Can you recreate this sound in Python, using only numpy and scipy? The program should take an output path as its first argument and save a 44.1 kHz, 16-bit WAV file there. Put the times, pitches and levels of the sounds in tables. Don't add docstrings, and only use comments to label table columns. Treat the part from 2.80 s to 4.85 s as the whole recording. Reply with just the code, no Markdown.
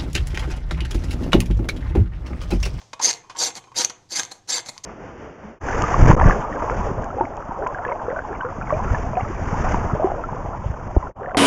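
import sys
import numpy as np
from scipy import signal
from scipy.fft import rfft, irfft
from scipy.io import wavfile
from scipy.ndimage import uniform_filter1d

SR = 44100
rng = np.random.default_rng(int(sys.argv[2]) if len(sys.argv) > 2 else 0)


def digitize_waveform(pressure):
    field = np.atleast_2d(pressure).T
    bounded = np.clip(field, -1, 1)
    quanta = np.round(bounded * 32767).astype(np.int16)
    wavfile.write(sys.argv[1], SR, quanta)


N = 90404

# (time [s], bright rasp level [dB], low crunch level [dB]), before the trims
PUSH_CURVES = [
    [(0.21, -34, -45), (0.224, -21, -36.5), (0.25, -15, -31), (0.29, -20.5, -28.5), (0.312, -20, -30.5),
     (0.321, -52, -47)],
    [(0.567, -37, -45), (0.577, -43.5, -40.5), (0.589, -22.5, -37), (0.631, -20, -28.5), (0.651, -22, -36),
     (0.675, -24.5, -29.5), (0.691, -33.5, -36), (0.715, -50, -60)],
    [(0.942, -63, -51), (0.964, -27, -38), (0.984, -18.5, -30.5), (1.018, -22, -28), (1.042, -29.5, -35)],
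    [(1.285, -94, -89), (1.291, -57, -70), (1.309, -38, -50), (1.323, -26, -39.5), (1.349, -33, -41),
     (1.361, -20, -31.5), (1.385, -25, -30), (1.397, -17.5, -25.5), (1.426, -57, -47.5)],
    [(1.672, -54.5, -58), (1.694, -23, -35.5), (1.708, -19, -32), (1.716, -26.5, -33.5),
     (1.734, -19.5, -32.5), (1.782, -25.5, -33.5), (1.8, -35, -36.5), (1.815, -46, -67)],
]
LAST_PUSH_CURVE = [(2.032, -74, -80), (2.039, -31, -47), (2.06, -25.5, -27)]
# (level [dB], ... six times)
PUSH_RINGS = [(-4, -7, 8, 6, 11.5, -18), (-7, 0, -13, 1, -8, -1), (-13, 3.5, -9, -6, -1, -18),
              (-2.5, 0.5, -20, -6, -2.5, -11), (-2.5, 4, -13, -3, 3.5, 1)]
# (frequency [Hz], relative density [dB per Hz])
BLOCK_COLOUR = [(30, -63), (80, -25), (150, -10), (280, -6), (480, -1.5), (620, -3), (900, 0), (1250, -7.5),
                (1650, 2), (2200, -2), (2800, -3), (3400, 1.5), (5000, -19), (10000, -25)]
# (frequency [Hz], width [Hz], level [dB])
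BOARD_RINGS = [(321.7, 30, -16), (497.5, 29, -17), (711.2, 26.4, -15), (805.3, 27, -15.5),
               (937.6, 16, -15.5), (1234, 32, -17.5), (2087, 43, -14)]
CHIP_SPREAD_DB = 1.5
RASP_TRIM_DB, CRUNCH_TRIM_DB = -1, -1
BITE_S = 0.0026


def pushes():
    out, chips, t = np.zeros(N), fractures(CHIP_SPREAD_DB), times()
    block = with_modes(response(BLOCK_COLOUR), BOARD_RINGS)
    curves = list(PUSH_CURVES) + [LAST_PUSH_CURVE]
    rings = list(PUSH_RINGS) + [PUSH_RINGS[-1]]
    for curve, ring_dbs in zip(curves, rings):
        s, rasp_db, crunch_db = np.transpose(curve)
        bite = np.clip((t - s[0]) / BITE_S, 0, 1)
        cut = chips * bite * (t < s[-1])
        rasp = cut * amp(RASP_TRIM_DB + np.interp(t, s, rasp_db))
        crunch = cut * amp(CRUNCH_TRIM_DB + np.interp(t, s, crunch_db))
        out += through(rasp, shaver(ring_dbs))
        out += through(crunch, block)
    return shifting(out)


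CHIPS_PER_S = 3000
CHATTER_HZ, CHATTER_DB = 183, 0


def fractures(spread_db):
    size = amp(spread_db * np.minimum(rng.exponential(1, N), 3.3))
    sign = rng.choice([-1, 1], N)
    clicks = size * sign * (rng.random(N) < CHIPS_PER_S / SR)
    hz = np.fft.rfftfreq(N, 1 / SR)
    chatter_band = hz * np.exp(-hz / CHATTER_HZ)
    chatter = unit(irfft(rfft(rng.standard_normal(N)) * chatter_band, N))
    clicks = clicks * amp(CHATTER_DB * chatter)
    power = abs(uniform_filter1d(clicks ** 2, size=500))
    return clicks / np.sqrt(power + 1e-9)


# (frequency [Hz], width [Hz])
SHAVER_MODES = [(3950, 790), (4590, 300), (4920, 220), (5900, 150), (6300, 180), (7280, 320)]
# (frequency [Hz], relative density [dB per Hz])
CHIP_COLOUR = [(100, -54), (1500, -38.5), (2850, -8.5), (3350, -3.5), (3600, -5), (3900, -1.5),
               (5000, -1.5), (6600, -0.5), (7500, -0.5), (7900, -11.5), (8800, -9), (11000, -14.5),
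               (13000, -21.5), (14700, -26), (16000, -46.5)]
# (frequency [Hz], width [Hz], level [dB])
METAL_RINGS = [(4183, 20, -22), (4700, 75, -19), (5580, 21, -13), (6160, 25, -23.5), (6380, 4.7, -20.5),
               (6510, 16, -23)]
CHIP_DB = 2.5


def shaver(ring_dbs):
    short = [(hz, width, db) for (hz, width), db in zip(SHAVER_MODES, ring_dbs)]
    struck = with_modes(amp(CHIP_DB) * response(CHIP_COLOUR), short)
    return with_modes(struck, METAL_RINGS)


SHIFT_DB, SHIFT_S, SHIFT_HZ = 3, 0.0059, 170


def shifting(x):
    hz, t, z = signal.stft(x, SR, nperseg=256, noverlap=192)
    along = np.exp(-.5 * ((t - t[len(t) // 2]) / SHIFT_S) ** 2)
    across = np.exp(-.5 * ((hz - hz[len(hz) // 2]) / SHIFT_HZ) ** 2)
    noise = rng.standard_normal(z.shape)
    drift = unit(signal.fftconvolve(noise, np.outer(across, along), "same"))
    gain = unit(amp(SHIFT_DB * drift))
    return signal.istft(z * gain, SR, nperseg=256, noverlap=192)[1][:N]


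# (time [s], shaver ringing level [dB], dry crack level [dB])
SNAPS = [(0.33, -7, -16), (0.3380, -9.5, -25), (0.6270, -12, -11), (0.638, -1, -24), (0.7540, -14, -26),
         (1.009, -2, -22), (1.017, -4, -6.5), (1.0456, -9.5, -9), (1.048, 7, -5), (1.0981, -12, -22),
         (1.4333, -8.5, -10), (1.4512, -16, -22), (1.8612, -50, -21), (1.9790, -22, -17.5)]
# (frequency [Hz], relative density [dB per Hz])
SNAP_COLOUR = [(100, -64), (2000, -20), (3600, -14), (4500, -2), (5200, -17.5), (5800, 3.5), (6250, 3),
               (6700, 1), (7400, -22), (8200, -17.5), (16000, -46.5)]
# (frequency [Hz], relative density [dB per Hz])
CRACK_COLOUR = [(30, -33), (200, -23), (900, -2.5), (2000, 2.5), (3400, 0.5), (6500, 5.5), (8000, -15),
                (11000, -21.5), (16000, -45)]
SPLINTER_S, SPLINTER_DB = .001, -1.5


def ticks():
    out, t = np.zeros(N), times()
    ringing, crack = response(SNAP_COLOUR), response(CRACK_COLOUR)
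    for s, ring_db, crack_db in SNAPS:
        splinters = (t > s) * np.exp(-abs(t - s) / SPLINTER_S) * rng.standard_normal(N)
        snap = amp(SPLINTER_DB) * splinters / np.linalg.norm(splinters)
        snap[round(s * SR)] += 1
        out += through(snap, amp(ring_db) * ringing + amp(crack_db) * crack)
    return out


# (time [s], level [dB], decay [s])
KNOCK_BLOWS = [(0.014, -46, 0.0029), (0.1305, -28.5, 0.0036), (0.193, -34.5, .008), (0.495, -36.5, 0.015),
               (0.560, -38, .005), (0.702, -36, 0.0029), (0.7765, -39, 0.0049), (0.838, -47.5, 0.004),
               (0.916, -60, 0.0061), (1.099, -34.5, 0.0049)]
# (frequency [Hz], relative density [dB per Hz])
KNOCK_COLOUR = [(30, -40), (100, -18.5), (400, -6), (750, 1), (1050, 5.5), (1400, -1), (2200, -3),
                (2700, -6), (3100, -5.5), (4000, -5), (6400, -6), (8000, -20), (11000, -29), (13000, -55),
                (16000, -76.5)]


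def knocks():
    return contacts(KNOCK_BLOWS, KNOCK_COLOUR)


# (time [s], level [dB], decay [s])
CLUNK_BLOWS = [(0.196, -23.5, 0.0026), (0.207, -30.5, 0.0057), (0.432, -51, 0.036), (0.548, -36, 0.008),
               (0.869, -48.5, 0.014), (0.915, -41.5, 0.0053), (1.962, -46.5, .012)]
# (frequency [Hz], relative density [dB per Hz])
CLUNK_COLOUR = [(30, -58), (150, -31), (450, -14.5), (700, -22), (880, -1), (1060, 1), (1350, -14.5),
                (3000, -35), (6000, -26), (10000, -46.5), (16000, -86)]


def clunks():
    return contacts(CLUNK_BLOWS, CLUNK_COLOUR)


# (frequency [Hz], width [Hz], level [dB])
BODY_RINGS = [(1074, 80, -13), (1545, 50, -24.5), (2467, 30, -18.5), (3100, 16, -16.5)]
CONTACT_RISE_S = 0.0029


def contacts(rows, colour):
    out, t, body = np.zeros(N), times(), with_modes(response(colour), BODY_RINGS)
    for s, db, decay in rows:
        age = np.maximum(t - s, 0)
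        swell = 1 - np.exp(-(age / CONTACT_RISE_S) ** 2)
        shape = swell * np.exp(-age / decay)
        blow = through(shape * rng.standard_normal(N), body)
        out += amp(db) * blow * np.linalg.norm(shape / shape.max()) / np.linalg.norm(blow)
    return out


# (time of peak [s], level [dB], spread [s], squeak level [dB])
BRUSH_TOUCHES = [(0.335, -46, 0.03, -15), (0.769, -35, 0.011, -17), (0.834, -65, 0.038, -22),
                 (1.053, -35, 0.0084, -26), (1.101, -39, 0.0032, -16), (1.147, -73, 0.024, -36),
                 (1.425, -41, 0.027, -5), (1.519, -32.5, 0.0037, -3.5), (1.536, -52.5, 0.032, -13),
                 (1.87, -41, 0.0095, -13), (1.892, -28.5, 0.0045, -4), (1.937, -53.5, 0.042, -20)]
# (frequency [Hz], relative density [dB per Hz])
BRUSH_COLOUR = [(30, -30), (130, 1.5), (300, -5.5), (850, 0), (1400, -9), (2100, -2.5), (2900, -14.5),
                (3700, -5), (4400, -1.5), (5100, -7.5), (6400, 0.5), (7300, -2.5), (8000, -11.5),
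                (11000, -18), (16000, -42.5)]
BRUSH_SPREAD_DB = 1.5
SQUEAK_HZ, SQUEAK_WIDTH_HZ = 4230, 140


def brushes():
    out, grit, colour = np.zeros(N), fractures(BRUSH_SPREAD_DB), response(BRUSH_COLOUR)
    for s, db, spread, squeak_db in BRUSH_TOUCHES:
        touch = amp(db) * np.exp(-.5 * ((times() - s) / spread) ** 2)
        squeak = [(SQUEAK_HZ, SQUEAK_WIDTH_HZ, squeak_db)]
        out += through(touch * grit, with_modes(colour, squeak))
    return out


# (frequency [Hz], time to fall 60 dB [s])
KITCHEN_T60 = [(150, 2.1), (500, 0.33), (1400, 0.47), (3700, 0.28), (6300, 0.31), (10000, 0.09)]
# (frequency [Hz], level [dB])
KITCHEN_TAIL = [(100, -15.5), (400, -6), (850, -3), (1500, -12.5), (3500, -8), (5000, -24.5), (6400, -17),
                (8000, -8), (14000, -2.5)]
ECHO_DB, ECHO_SPAN_S = -11, .012


def kitchen(x, count=10):
    hz, t, z = signal.stft(rng.standard_normal(SR), SR, nperseg=256)
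    t60 = read(KITCHEN_T60, hz)[:, None]
    decay = np.exp(-np.log(1000) * t / t60)
    even_energy = np.sqrt(2 * np.log(1000) / (t60 * SR))
    z = z * amp(read(KITCHEN_TAIL, hz)[:, None]) * decay * even_energy
    fade_in = np.minimum(np.arange(SR) / SR / 0.0041, 1)
    h = signal.istft(z, SR, nperseg=256)[1][:SR] * fade_in
    at = (SR * ECHO_SPAN_S * (0.0974 + rng.random(count))).astype(int)
    h[at] += amp(ECHO_DB) * rng.choice([-1, 1], count) / np.sqrt(count)
    h[0] = 1
    return through(x, h)


# (frequency [Hz], relative density [dB per Hz])
FLOOR_COLOUR = [(20, -3.5), (60, -9.5), (110, 2.5), (170, -4), (300, -14.5), (800, -14), (1500, -25),
                (3000, -23), (6500, -20), (9000, -33.5), (16000, -53)]
# (frequency [Hz], relative density [dB per Hz])
LINGER_COLOUR = [(100, -12), (800, 0), (1500, -10.5), (4000, -11), (6400, -5), (8000, -19.5), (12000, -38)]
FLOOR_DB = -60.5
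HUM_HZ, HUM_WIDTH_HZ, HUM_DB = 111.3, 32, -65
LINGER_DB, LINGER_FALL_DB_PER_S = -52, 98.5


def background():
    air, drone, tail = rng.standard_normal((3, N))
    resonance = ring(HUM_HZ, HUM_WIDTH_HZ)
    hum = amp(HUM_DB) * unit(through(through(drone, resonance), resonance))
    fall = amp(LINGER_DB - LINGER_FALL_DB_PER_S * times())
    linger = fall * through(tail, response(LINGER_COLOUR))
    return amp(FLOOR_DB) * through(air, response(FLOOR_COLOUR)) + hum + linger


def amp(db):
    return 10 ** (np.asarray(db) / 20)


def unit(x):
    return x / np.sqrt(np.mean(x ** 2) + 1e-20)


def read(points, hz):
    f, value = np.transpose(points)
    return np.interp(np.log(hz + 1), np.log(f + 1), value)


def times():
    return np.arange(N) / SR


def response(points, size=4096):
    log_gain = np.log(amp(read(points, abs(np.fft.fftfreq(size, 1 / SR)))))
    spectrum = np.exp(np.conj(signal.hilbert(log_gain)))
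    h = np.fft.ifft(spectrum).real[:size // 2]
    return h / np.linalg.norm(h)


def through(x, h):
    return signal.fftconvolve(x, h)[:N]


def ring(hz, width, size=12000):
    t = np.arange(size) / SR
    return np.exp(-np.pi * width * t) * np.cos(2 * np.pi * hz * t)


def with_modes(h, modes):
    out = np.pad(h, (0, len(ring(1, 1)) - 1))
    for hz, width, db in modes:
        rung = signal.fftconvolve(h, ring(hz, width))
        out = out + amp(db) * rung / np.linalg.norm(rung)
    return out / np.linalg.norm(out)


def scene():
    work = pushes() + ticks() + knocks() + clunks() + brushes()
    return (kitchen(work) + background())[None]


EDGE_HZ = 15500


def record(dry):
    held = np.clip(dry, -.56, .56)
    low_pass = signal.firwin(511, EDGE_HZ, window=("kaiser", 9), fs=SR)
    return signal.oaconvolve(held, low_pass[None], "same")


dry = scene()
out = record(dry)
digitize_waveform(out)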